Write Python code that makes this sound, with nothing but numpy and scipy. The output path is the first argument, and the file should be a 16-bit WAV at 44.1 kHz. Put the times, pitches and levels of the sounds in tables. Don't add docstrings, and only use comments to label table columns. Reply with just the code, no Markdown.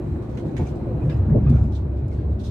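import sys
import numpy as np
from scipy import signal
from scipy.io import wavfile
from scipy.ndimage import uniform_filter1d

SR = 44100
rng = np.random.default_rng(int(sys.argv[2]) if len(sys.argv) > 2 else 0)


def unload_wav(signal):
    wavfile.write(
        sys.argv[1],
        SR,
        np.round(np.clip(np.atleast_2d(signal).T, -1, 1) * 32767).astype(np.int16),
    )


def volts(x):
    e = np.asarray(x, float) / 20
    return 10 ** e


N = 110250
T = np.arange(N) / SR


def evened(x):
    return x / np.sqrt(np.mean(x ** 2) + 1e-20)


def read(points, hz):
    point_hz, value = np.transpose(points)
    return np.interp(np.log(hz + 1), np.log(point_hz + 1), value)


def noise(colour, patchy_db=0., steep_db=30, size=1024):
    # pitch_hz, side_minus_mid_db
    spread = [(40, -20.5), (90, -24), (180, -21), (350, -7.5), (600, -8), (1400, 0), (5000, -0.5),
              (15000, 1)]
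    # pitch_hz, left_minus_right_db
    balance = [(60, -0.15), (180, 1.5), (350, 0.1), (700, 0.5), (2800, -3), (6000, -1.5), (15000, -1)]
    frames, hz = 4 * N // size + 5, np.fft.rfftfreq(size, 1 / SR)
    a, b, c, d, patches = rng.standard_normal((5, len(hz), frames))
    patches = uniform_filter1d(patches, size=9, axis=0)
    patches = evened(uniform_filter1d(patches, size=9, axis=1))
    same = (2 / (1 + volts(2 * read(spread, hz))) - 1)[:, None]
    left = a + 1j * b
    right = same * left + np.sqrt(1 - same ** 2) * (c + 1j * d)
    right = right / volts(read(balance, hz))[:, None]
    if callable(colour):
        gain = colour(hz)
    else:
        octaves_below = np.maximum(np.log2(colour[0][0] / (hz + 1)), 0)
        gain = volts(read(colour, hz) - steep_db * octaves_below)
    z = np.array([left, right]) * gain[:, None] * volts(patchy_db * patches)
    return evened(signal.istft(z, nperseg=size, noverlap=size - size // 4)[1][:, :N])


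def mode(hz, width_hz):
    return lambda f: 1 / (1 + (2 * (f - hz) / width_hz) ** 2)


def blow(start_s, db, rise_s, t60_s):
    since_s = np.maximum(T - start_s, 0)
    fall_db = 60 * np.maximum(since_s - rise_s, 0) / t60_s
    return np.minimum(since_s / rise_s, 1) * volts(db - fall_db)


def stroke(start_s, db, length_s):
    tail_s = 0.03
    swell = np.clip((T - start_s) / (0.32 * length_s), 0, 1)
    fade = np.exp(-np.maximum(T - start_s - 0.75 * length_s, 0) / tail_s)
    return volts(db) * swell * fade


def curve(points):
    return volts(np.interp(T, *np.transpose(points)))


def hiss(loudness_db):
    # pitch_hz, level_db
    hiss_colour = [(2500, -0.5), (3300, -36.5), (3900, -3.5), (4800, -16), (8800, -15.5), (9800, -25),
                   (15600, -27)]
    return noise(hiss_colour, 2.6, 18) * volts(loudness_db)


def ticks():
    # start_s, level_db
    snaps = [
        (1.4377, -58),
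        (1.4964, -50),
        (2.0812, -55.5),
    ]
    snap_noise = noise(mode(6000, 9000), size=256)
    return snap_noise * sum(blow(s, db - 2.5, 0.00055, 0.042) for s, db in snaps)


def whine():
    # pitch_hz, level_db, from_s, to_s
    motor_tones = [
        (507, -44, .35, .8),
        (590, -49, 1.6, 2.5),
        (1485, -65, 0, 2.5),
        (3856, -75, 0, 2.5),
    ]
    right_db = 6
    waver = 1 + .0015 * evened(uniform_filter1d(rng.standard_normal(N), size=4000))
    turns_per_hz = np.cumsum(waver) / SR
    tones = 0
    for hz, db, from_s, to_s in motor_tones:
        fade = np.clip(np.minimum(T - from_s + 0.12, to_s + 0.074 - T) / 0.13, 0, 1)
        tones = tones + volts(db) * np.sin(2 * np.pi * hz * turns_per_hz) * fade
    return np.array([-tones / volts(right_db), tones * volts(right_db / 2)])


def scuffs():
    # start_s, level_db, length_s
    rubs = [
        (1.713, -58.5, 0.036),
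        (1.744, -57.5, 0.032),
        (1.95, -68.5, 0.047),
        (2.31, -70, 0.025),
        (2.387, -56.5, 0.036),
        (2.431, -51.5, 0.057),
    ]
    # pitch_hz, level_db
    rub_colour = [(1530, -48), (2600, -16), (3530, -3), (4550, -9.5), (6180, -11), (6920, -16), (8210, -16),
                  (9610, -22.5), (15500, -31.5)]
    return noise(rub_colour, 1.5, 40, size=512) * sum(stroke(*rub) for rub in rubs)


def clacks():
    # start_s, level_db, brightness (0-1), t60_s
    trim_knocks = [(0.221, -64, 1, 0.38), (.293, -63, 0.6, 0.78), (.346, -66.5, 0.7, 0.23),
                   (0.371, -46, 0.2, 0.16), (0.397, -63.5, 0.65, 0.3), (0.46, -65.5, 0.7, 0.76),
                   (0.565, -41, 0.2, 0.22), (0.753, -62, 1, 0.14), (1.095, -43.5, 0.02, 0.25),
                   (1.168, -66.5, 1, 0.13), (1.383, -75.5, 0.3, .2), (1.493, -58.5, 0.8, 0.42),
                   (1.546, -60.5, 0.7, 0.34), (1.629, -63.5, 0.8, 0.35)]
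    # start_s, level_db, brightness (0-1), length_s
    rustles = [
        (0.017, -70, 0.96, 0.17),
        (0.601, -58.5, 0.3, .06),
        (0.649, -53.5, 0.4, 0.068),
        (0.992, -68.5, 1, 0.2),
        (1.42, -58, 0, 0.15),
        (1.548, -59, 0, 0.045),
        (2.096, -58, 0.4, 0.075),
        (2.157, -60.5, 0.1, 0.08),
    ]
    # pitch_hz, level_db
    dull_colour = [(900, -5), (1600, -2), (2200, -2.5), (3000, -6.5), (5000, -15), (8500, -31),
                   (10000, -27), (15500, -37.5)]
    # pitch_hz, level_db
    bright_colour = [(1500, -32.5), (3500, -6.5), (5200, -8.5), (6200, -8), (8500, -10.5), (9600, -20.5),
                     (15500, -26.5)]
    chatter_db, rise_s = 1.0, .002
    chatter = volts(chatter_db * evened(uniform_filter1d(rng.standard_normal(N), size=120)))
    dull = noise(dull_colour, 3., size=2048)
    bright = noise(bright_colour, 3., size=2048)
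    brightness = np.clip([row[2] for row in trim_knocks + rustles], 0, 1)
    hits = [blow(s, db, rise_s, max(t60_s, .02)) for s, db, _, t60_s in trim_knocks]
    hits += [stroke(s, db, length_s) for s, db, _, length_s in rustles]
    return chatter * (dull * np.dot(1 - brightness, hits) + bright * np.dot(brightness, hits))


def uneven_hum():
    # pitch_hz, level_db, from_s, to_s
    low_hum = (506, -43, .86, 1.13)
    hz, db, from_s, to_s = low_hum
    waver = evened(signal.oaconvolve(rng.standard_normal(N), np.hanning(2500) ** 2, "same"))
    fade = np.clip(np.minimum(T - from_s, to_s - T) / 0.031, 0, 1)
    return np.sqrt(2) * volts(db + 4.5 * waver) * np.sin(2 * np.pi * hz * T) * fade


def rings():
    # start_s, level_db, pitch_hz, t60_s
    trim_rings = [(0.373, -55, 2420, 0.068), (.568, -64, 2250, 0.078), (0.571, -56, 3030, 0.074),
                  (0.569, -56, 6220, .07), (.567, -63, 7860, .07), (.579, -57.5, 6820, .08),
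                  (.598, -53.5, 2325, 0.14), (0.667, -50, 2380, 0.059), (.666, -64, 7700, 0.063),
                  (0.671, -57, 6120, 0.076), (1.096, -53, 3670, 0.08), (1.098, -55, 1670, 0.095),
                  (1.101, -62, 4850, 0.043), (1.108, -49, 2090, 0.05), (1.121, -53, 2640, 0.074),
                  (1.444, -53.5, 1633, 0.17), (1.469, -59.5, 2540, 0.22), (1.495, -63, 4050, .05),
                  (1.742, -61, 3510, 0.13), (1.752, -54, 3630, 0.11), (2.117, -57.5, 2135, 0.096),
                  (2.124, -66, 4400, 0.09), (2.127, -78, 3700, .05), (2.186, -54, 1610, .12)]
    # start_s, level_db, pitch_hz, t60_s
    wall_rings = [(.425, -41, 493, 0.11), (.43, -38, 630, 0.096), (.585, -40, 498, 0.086),
                  (.59, -41.5, 719, 0.22), (.59, -43.5, 872, 0.17), (.745, -30, 334, 0.12),
                  (.765, -43.5, 735, 0.17), (.975, -32, 341.7, 0.18), (.985, -39, 706, .12),
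                  (1.045, -45.5, 613, 0.26), (1.93, -45.5, 590, 0.12), (2.043, -57, 590, 0.083)]
    rise_turns, grain_db = 5, 3
    lag_radians = 1.3
    out = np.zeros((2, N))
    for s, db, hz, t60_s in trim_rings + wall_rings:
        lag = np.array([[0], [lag_radians * min(hz / 1000, 1) ** 2]])
        tone = np.sin(2 * np.pi * hz * (T - s) - lag)
        out += np.sqrt(2) * blow(s, db, rise_turns / hz, max(t60_s, .02)) * tone
    grain = evened(signal.oaconvolve(rng.standard_normal(N), np.hanning(500) ** 2, "same"))
    return out * volts(grain_db * grain)


def thuds():
    # start_s, level_db
    joints = [
        (0.13, -24),
        (0.433, -24),
        (0.586, -20),
        (0.845, -32),
        (0.992, -23),
        (1.05, -44),
        (1.28, -20.5),
        (1.32, -28),
        (1.459, -21),
        (1.521, -24.5),
    ]
    # pitch_hz, level_db
    thud_colour = [(150, -2.5), (300, -10.5), (630, -21.5), (880, -27), (1600, -39.5), (2500, -50),
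                   (3500, -71)]
    thud_db, rise_s, t60_s = -6.5, 0.021, 0.55
    return noise(thud_colour, 5.9, 7) * sum(blow(s, db + thud_db, rise_s, t60_s) for s, db in joints)


def lurches():
    # start_s, level_db, pitch_hz
    axle_blows = [(0.109, -20.5, 79.7), (0.442, -26.5, 129.5), (0.539, -27, 116.6), (0.589, -19.5, 86),
                  (0.609, -21.5, 146.6), (0.861, -29, 117), (.94, -22.5, 119.1), (0.991, -26, 87.5),
                  (1.035, -16, 125), (1.065, -17, 148.9), (1.138, -16.5, 118.6), (1.149, -26, 71.2),
                  (1.191, -13, 95.8), (1.275, -24, 225.6), (1.279, -14.5, 136.7), (1.305, -17, 150.6),
                  (1.329, -22.5, 236), (1.347, -16, 111.3), (1.391, -19, 118), (1.458, -10.5, 137.8),
                  (1.495, -18.5, 237.8), (1.505, -14, 85), (1.528, -11, 129.8), (1.559, -21, 82.7),
                  (1.602, -14.5, 99.9), (1.634, -24.5, 222.7), (1.678, -19, 96.4), (1.728, -20.5, 98),
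                  (1.809, -21, 91.2), (1.851, -24.5, 129.2), (2.019, -19.5, 124.7), (2.058, -23.5, 94.3),
                  (2.171, -20, 110), (2.228, -20.5, 95.3), (2.308, -18.5, 96), (2.39, -25, 93.8),
                  (2.471, -27, 92.6)]
    rise_s, t60_s, sag = .008, .25, .08
    out = 0
    for s, db, hz in axle_blows:
        since_s = T - s
        sagging = 1 - sag * np.clip(since_s / t60_s, 0, 1)
        ring = np.sin(2 * np.pi * hz * since_s * sagging)
        out = out + np.sqrt(2) * blow(s, db, rise_s, t60_s) * ring
    return out


def wheel_roar():
    # time_s, level_db
    wheel_level = [(0, -35), (.2, -36.5), (.36, -36.5), (.7, -36), (1.0, -34.5), (1.25, -34.5), (1.55, -38),
                   (1.75, -38.5), (2.1, -40), (2.5, -39)]
    # pitch_hz, level_db
    roar_colour = [(60, -23), (200, -23), (340, -17), (450, -27.5), (600, -30), (1300, -46), (2600, -59.5),
                   (6000, -80.5)]
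    return noise(roar_colour, 1.2, size=2048) * curve(wheel_level) * volts(3.5)


def floor_ring():
    # time_s, level_db
    floor_level = [(0, -27), (.13, -47), (.25, -36), (.9, -32.5), (1.3, -24), (1.52, -17.5), (1.75, -20.5),
                   (2.0, -26), (2.35, -21.5), (2.43, -31.5)]
    hz, width_hz, pure = 68.97, 5.5, .7
    rumble = noise(mode(hz, width_hz), size=8192)
    tone = np.sqrt(2) * np.sin(2 * np.pi * hz * T)
    return ((1 - pure) * rumble + pure * tone) * curve(floor_level)


def body_boom():
    # time_s, level_db
    roughness = [(0, -28), (.5, -31.5), (.9, -26), (1.1, -27.5), (1.25, -26.5), (1.35, -16), (1.55, -22.5),
                 (1.75, -29), (2.0, -30.5), (2.3, -28.5), (2.5, -30)]
    # pitch_hz, width_hz, level_db
    body_modes = [(52.4, 38, -2), (102.8, 19.3, 2.5), (120.4, 33, -1.5), (147.8, 21.2, 0.5),
                  (210.6, 96, -7.5), (335.2, 20, -17)]

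    def body_gain(f):
        return np.sqrt(sum((volts(db) * mode(hz, width_hz)(f)) ** 2 for hz, width_hz, db in body_modes))

    return noise(body_gain, size=8192) * curve(roughness)


def scene():
    small = ticks() + whine() + scuffs() + clacks() + uneven_hum() + rings()
    return small + thuds() + lurches() + wheel_roar() + floor_ring() + body_boom()


def top_cut(x):
    return signal.sosfilt(signal.butter(12, 15730, fs=SR, output="sos"), x)


def record(dry):
    knee_db, squeeze, recover_db_per_s = -25, .42, .5
    power_db = 10 * np.log10(abs(uniform_filter1d((dry ** 2).mean(0), size=8000)) + 1e-12)
    fall_db = T * recover_db_per_s
    held_db = np.maximum.accumulate(power_db + fall_db) - fall_db
    over_db = uniform_filter1d(np.maximum(held_db - knee_db, 0), size=2000)
    low_cut = signal.butter(6, 40, "high", fs=SR, output="sos")
    opening = volts(-2 * np.exp(-T / .012))
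    heard = signal.sosfilt(low_cut, dry) * opening + hiss(-66.5 - squeeze * over_db)
    return top_cut(heard)


dry = scene()
out = record(dry)
unload_wav(out)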